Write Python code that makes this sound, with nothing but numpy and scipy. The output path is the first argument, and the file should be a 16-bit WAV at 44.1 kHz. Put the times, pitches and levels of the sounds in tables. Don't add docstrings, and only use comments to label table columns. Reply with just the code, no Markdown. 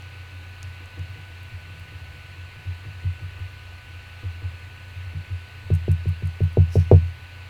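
import sys
import numpy as np
from scipy import signal
from scipy.io import wavfile
from scipy.ndimage import uniform_filter1d

SR = 44100
rng = np.random.default_rng(int(sys.argv[2]) if len(sys.argv) > 2 else 0)


def pcm_store(signal):
    levels = np.round(np.clip(np.atleast_2d(signal), -1, 1) * 32767)
    wavfile.write(sys.argv[1], SR, levels.astype(np.int16).T)


def magnitude_from_level(level_db):
    exponent = np.asarray(level_db, float) / 20
    return 10 ** exponent


N = 330309


def evened(x):
    return x / np.sqrt(np.mean(x ** 2) + 1e-20)


def add(mix, start_s, sound):
    part = mix[round(start_s * SR):][:len(sound)]
    part += sound[:len(part)]


def resonate(x, hz, width_hz):
    r = np.exp(-np.pi * width_hz / SR)
    pole = r * np.exp(2j * np.pi * hz / SR)
    return 2 * signal.lfilter([1 - r], [1, -pole], x).real


def resonate_twice(x, hz, width_hz):
    return resonate(resonate(x, hz, width_hz), hz, width_hz)


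def ring(modes, pitch_factor=1):
    t = np.arange(SR // 3) / SR
    out = np.zeros(len(t))
    for hz, db, t60_s, sign in modes:
        out += sign * magnitude_from_level(db - 60 * t / t60_s) * np.sin(2 * np.pi * hz * pitch_factor * t)
    return out


def pulse(ms):
    bump = np.hanning(int(ms * SR / 1000) + 3)
    return bump / bump.sum()


# start in seconds, canvas level in dB, desk push in dB, spot along the edge (about
DABS = [(0.04, -57, -43, 0.025), (0.32, -47, -59, .5), (0.405, -50, -48, 0.86), (0.624, -54, -37, -.6),
        (0.804, -45, -56, 0.93), (0.973, -37, -29.5, 0.64), (1.075, -62, -39, -0.76),
        (1.156, -43, -34, 0.62), (1.299, -47, -44, 0.046), (1.516, -49, -28.5, -0.42),
        (1.697, -51, -36.5, .3), (1.921, -43, -34, -.1), (1.989, -60, -42, -.1),
        (2.141, -46.5, -38.5, -0.016), (2.363, -46, -43, 0.11), (2.558, -47, -34, 0.27),
        (2.653, -44.5, -26, -0.13), (2.849, -41, -29.5, 0.4), (3.035, -44, -20.5, 0.22),
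        (3.205, -45.5, -28.5, 0.41), (3.385, -46, -27, -0.93), (3.909, -52, -40.5, -.5),
        (4.23, -37, -24, -0.57), (4.419, -40.5, -24.5, -0.92), (4.606, -59, -37.5, -.3),
        (4.94, -60, -34, -.1), (5.037, -58, -31.5, -1.1), (5.132, -41.5, -28.5, 1.08),
        (5.296, -44, -25.5, -.5), (5.627, -52, -32, -0.35)]
# frequency in Hz, level in dB, t60 in seconds, sign.
CANVAS = [(211, -9, 0.18, 1), (294, 2, 0.16, -1.12), (358, -0.5, 0.15, 0.91), (475.5, -1, 0.17, -0.91),
          (650, -7, 0.05, 1)]


def dabs():
    swell_s, push_lag_s = 0.0055, 0.0061
    out = np.zeros(N)
    t = np.arange(SR // 8) / SR
    pushes = []
    for s, canvas_db, push_db, spot in DABS:
        tilt_db_per_octave = 3.5 - 8 * spot
        modes = []
        for hz, db, t60_s, sign in CANVAS:
            shift, lift = rng.standard_normal(2)
            mode_db = db + 2.2 * lift + tilt_db_per_octave * np.log2(hz / 300)
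            modes.append((hz * (1 + 0.016 * shift), mode_db, t60_s, sign))
        thud = ring(modes)[:len(t)] * (1 - np.exp(-(t / swell_s) ** 2))
        add(out, max(s - 0.003, 0), magnitude_from_level(canvas_db - 2.5) * thud / abs(thud).max())
        upper_db, low_db = -12 + 11 * spot, -1.2 * spot
        pushes.append((s + push_lag_s, push_db, upper_db, low_db))
    return out + desk(pushes)


# start in seconds, knock level in dB, desk push in dB, frame pitch factor.
KNOCKS = [
    (5.702, -17.5, -13, 0.92),
    (5.8801, -15.5, -13, 0.91),
    (6.056, -25.5, -18, 0.9),
    (6.222, -29, -20.5, 0.93),
    (6.4046, -18.5, -14, 0.91),
    (6.571, -8, -9, 0.98),
    (6.755, -9.5, -10.5, 0.97),
    (6.914, 0.18, -5, 0.99),
]
# frequency in Hz, level in dB, t60 in seconds, sign.
FRAME = [(222, -15.5, 0.11, 0.83), (268, -27, 0.16, 1), (362, -2, 0.051, 0.38), (479, 1, 0.021, -0.76),
         (510, -21, 0.058, 1), (635, -7, 0.015, -0.72), (718, -26, 0.12, 0.75), (776, -28, .06, -0.89),
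         (933, -33.5, 0.14, 0.75), (1176, -34, 0.12, -0.55)]


def knocks():
    frame_db, chatter_db, chatter_t60_s = 4.5, -17.5, 0.094
    out = np.zeros(N)
    t = np.arange(3000) / SR
    for s, db, _, pitch_factor in KNOCKS:
        taps = rng.standard_normal(len(t)) * (rng.random(len(t)) < 0.08)
        force = taps * magnitude_from_level(chatter_db + 0.47 * db - 60 * t / chatter_t60_s) * (t > 0.006)
        force[0] = 1
        contact_ms = 0.94 - 0.04 * db
        force = signal.oaconvolve(force, pulse(contact_ms))
        add(out, s, magnitude_from_level(db + frame_db) * signal.oaconvolve(ring(FRAME, pitch_factor), force))
    return out + desk([(s, push_db, -3, 0) for s, _, push_db, _ in KNOCKS])


# frequency in Hz, level in dB, t60 in seconds, sign at the microphone foot.
DESK = [(28, -34.5, 0.18, -0.66), (48, -28.5, 0.34, 0.82), (64, -15.5, 0.2, -0.55),
        (85.17, 0.5, 0.47, 0.72), (95.6, 3, 0.24, -0.86), (119.7, -21, 0.53, 0.93)]
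# frequency in Hz, level in dB, t60 in seconds, sign at the microphone foot.
DESK_UPPER = [(146.2, 1, 0.17, 0.85), (156, -1.5, 0.22, -0.81), (207.2, -2.5, 0.058, -0.79),
              (227.7, -5, 0.063, 1)]


def desk(pushes):
    push_ms, lag_ms, desk_db = 6.76, 2.84, 5
    out = np.zeros(N)
    for s, push_db, upper_db, low_db in pushes:
        low = ring([(hz, db + low_db * (hz < 90), t60_s, sign) for hz, db, t60_s, sign in DESK])
        modes = low + magnitude_from_level(upper_db + 3.5) * ring(DESK_UPPER)
        start_s = s + (lag_ms - push_ms / 2) / 1000
        add(out, start_s, magnitude_from_level(push_db + desk_db) * signal.oaconvolve(modes, pulse(push_ms)))
    return out


# start in
# seconds, peak in dB, centre in Hz.
TICKS = [(.022, -44, 5500), (0.6295, -30.5, 5000), (0.6293, -39, 9500), (.858, -44, 6300),
         (0.9925, -42, 6300), (1.100, -52, 14500), (1.431, -42, 12500), (1.615, -49, 11500),
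         (1.7968, -43, 12000), (5.701, -56, 11000), (5.740, -36, 8200), (5.7508, -37.5, 8750),
         (5.760, -47, 9000), (5.916, -31.5, 9200), (5.926, -46, 9000), (6.081, -49, 9500),
         (6.090, -41, 10500), (6.118, -50, 11000), (6.257, -44, 9400), (6.273, -39, 8500),
         (6.436, -45, 9500), (6.446, -48, 12000), (6.531, -49, 10060), (6.9148, -29, 2000),
         (6.9147, -52, 5000)]


def ticks():
    snap_t60_s, tail_t60_s, tail_db = 0.0079, 0.054, -13.5
    out = np.zeros(N)
    t = np.arange(1600) / SR
    for s, peak_db, hz in TICKS:
        decay = magnitude_from_level(-60 * t / snap_t60_s) + magnitude_from_level(tail_db - 60 * t / tail_t60_s)
        burst = rng.standard_normal(len(t)) * decay
        burst[0] += 3
        snap = resonate_twice(burst, hz, 2400 + 0.33 * hz)
        add(out, s, magnitude_from_level(peak_db) * snap / abs(snap).max())
    return out


# frequency in Hz, width in Hz, level in dB.
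BRISTLES = [(5500, 1500, 9.5), (7800, 2700, -2.5), (10300, 2000, -2), (14500, 4000, -26)]


def drag():
    slip_s, lead_s, slip_db, rise_db_per_s, fall_db_per_s = 6.748, 0.07, -45, 380, 300
    trail_db, trail_hold_s, trail_db_per_s, lift_db = -53.5, 0.057, 230, -66
    t = np.arange(-lead_s, 0.25, 1 / SR)
    trail = np.maximum(trail_db - trail_db_per_s * np.maximum(t - trail_hold_s, 0), lift_db)
    fall = np.maximum(slip_db - fall_db_per_s * t, trail)
    level = magnitude_from_level(np.where(t < 0, slip_db + rise_db_per_s * t, fall))
    grain_db = 3 * evened(uniform_filter1d(rng.standard_normal(len(t)), size=60))
    grains = rng.standard_normal(len(t)) * magnitude_from_level(grain_db)
    rush = sum(magnitude_from_level(db) * resonate_twice(grains, hz, 1.4 * width_hz) for hz, width_hz, db in BRISTLES)
    out = np.zeros(N)
    add(out, slip_s - lead_s, evened(rush) * level * signal.windows.tukey(len(t), 0.1))
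    return out


def noise(spectrum, patchy_db):
    hz = np.fft.rfftfreq(2048, 1 / SR)
    f, db = np.transpose(spectrum)
    real, imag, patches = rng.standard_normal((N // 512 + 5, 1025, 3)).T
    patches = uniform_filter1d(patches, size=14, axis=0)
    patches = evened(uniform_filter1d(patches, size=5, axis=1))
    colour_db = np.interp(np.log(hz + 1), np.log(f + 1), db, left=-90, right=-90)[:, None]
    bins = (real + 1j * imag) * magnitude_from_level(colour_db + patchy_db * patches)
    return evened(signal.istft(bins, nperseg=2048, noverlap=1536)[1][:N])


def lines(base_hz, orders):
    t = np.arange(N) / SR
    out = np.zeros(N)
    for k, db in orders:
        out += np.sqrt(2) * magnitude_from_level(db) * np.sin(2 * np.pi * (k * base_hz * t + rng.random()))
    return out


# frequency in Hz, density in dB per Hz.
HISS = [(500, -24.5), (750, -11.5), (1070, -9.5), (1230, -5), (1390, -9), (1700, -5), (2620, -2.5),
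        (3350, -12), (4350, -11), (5200, -23), (7700, -25), (11000, -30.5), (17300, -34.5), (17500, -72)]
# frequency in Hz, density in dB per Hz.
RUMBLE = [(12, -45), (20, -10.5), (38, -11.5), (66, -13), (92, 2), (117, -13.5), (177, -17), (412, -20),
          (780, -20.5), (900, -24), (1170, -63), (1980, -120)]
# frequency in Hz, width in Hz, level in dB.
WHINE = [(2612, 12, -70), (3856, 5, -75), (4229, 6, -75), (7712, 10, -87)]
# frequency in Hz, width in Hz,
# level in dB.
SHAKE = [(85.4, 5.5, -54.5), (96.34, 3.6, -53.5), (121.35, 4.2, -57), (29.9, 14, -61), (2624, 620, -55.5)]
# multiple of the base rate, rms in dB.
BLADES = [(2, -71), (4, -64.5), (5, -76), (6, -55), (12, -76)]
# multiple of the base rate, rms in dB.
BUS = [(4, -78), (5, -79), (6, -83), (7, -88), (9, -88), (10, -83), (11, -81), (12, -81), (13, -81.5),
       (14, -84.5), (15, -91), (16, -98), (17, -92)]
# multiple of the base rate, rms in dB.
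COIL = [(5, -86), (8, -85), (9, -86), (11, -82), (12, -94), (13, -92.5)]
# time in seconds, third order in dB.
SPIN = [(0, -41), (1.5, -43.5), (2.2, -45.5), (3, -38), (3.8, -43.5), (4.5, -48), (5, -39), (6.8, -53),
        (7.5, -38.5)]


def fan():
    t = np.arange(N) / SR
    air = magnitude_from_level(-49) * noise(HISS, patchy_db=1.0) + magnitude_from_level(-51) * noise(RUMBLE, patchy_db=0.5)
    tones = lines(248.7, BLADES) + lines(999.95, BUS) + lines(1277.7, COIL)
    fuzzy = np.zeros(N)
    for hz, width_hz, db in SHAKE + WHINE:
        fuzzy += magnitude_from_level(db) * evened(resonate_twice(rng.standard_normal(N), hz, width_hz))
    turn = 2 * np.pi * 29.75 * t
    third = magnitude_from_level(np.interp(t, *np.transpose(SPIN))) * np.cos(3 * turn - 0.6)
    fourth = magnitude_from_level(-55) * np.cos(4 * turn - 1.5)
    return air + tones + fuzzy + np.sqrt(2) * (third + fourth)


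# time in seconds, firing rate in Hz, level in dB.
ENGINE = [
    (1.45, 74.5, -75),
    (1.75, 79.1, -66),
    (1.9, 77.2, -55),
    (2.1, 69.9, -50),
    (2.6, 67.5, -70),
    (3.4, 65.2, -51.5),
    (4.4, 64.7, -64),
    (6., 64, -70),
]


def engine():
    pipe_db, pipe_from_s, pipe_to_s, rise_db_per_s, fall_db_per_s = -53, 1.65, 2.05, 150, 9
    s, rates_hz, levels_db = np.transpose(ENGINE)
    t = np.arange(N) / SR
    first_db = np.interp(t, s, levels_db)
    before_s, after_s = np.maximum(pipe_from_s - t, 0), np.maximum(t - pipe_to_s, 0)
    second_db = pipe_db - rise_db_per_s * before_s - fall_db_per_s * after_s
    turns = 2 * np.pi * np.cumsum(np.interp(t, s, rates_hz)) / SR
    orders = magnitude_from_level(first_db + 6.5) * np.sin(turns) + magnitude_from_level(second_db + 2.5) * np.sin(2 * turns)
    return orders * (t > s[0]) * (t < s[-1])


def scene():
    return (dabs() + knocks() + ticks() + drag() + fan() + engine())[None]


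def top_cut(x):
    return signal.sosfilt(signal.butter(12, 17350, fs=SR, output="sos"), x)


def record(dry):
    limited = dry / (1 + dry ** 30) ** (1 / 30)
    lowpass = signal.firwin(1023, 17200, fs=SR)
    mix = signal.oaconvolve(limited, lowpass[None], "same")
    return top_cut(mix)


dry = scene()
out = record(dry)
pcm_store(out)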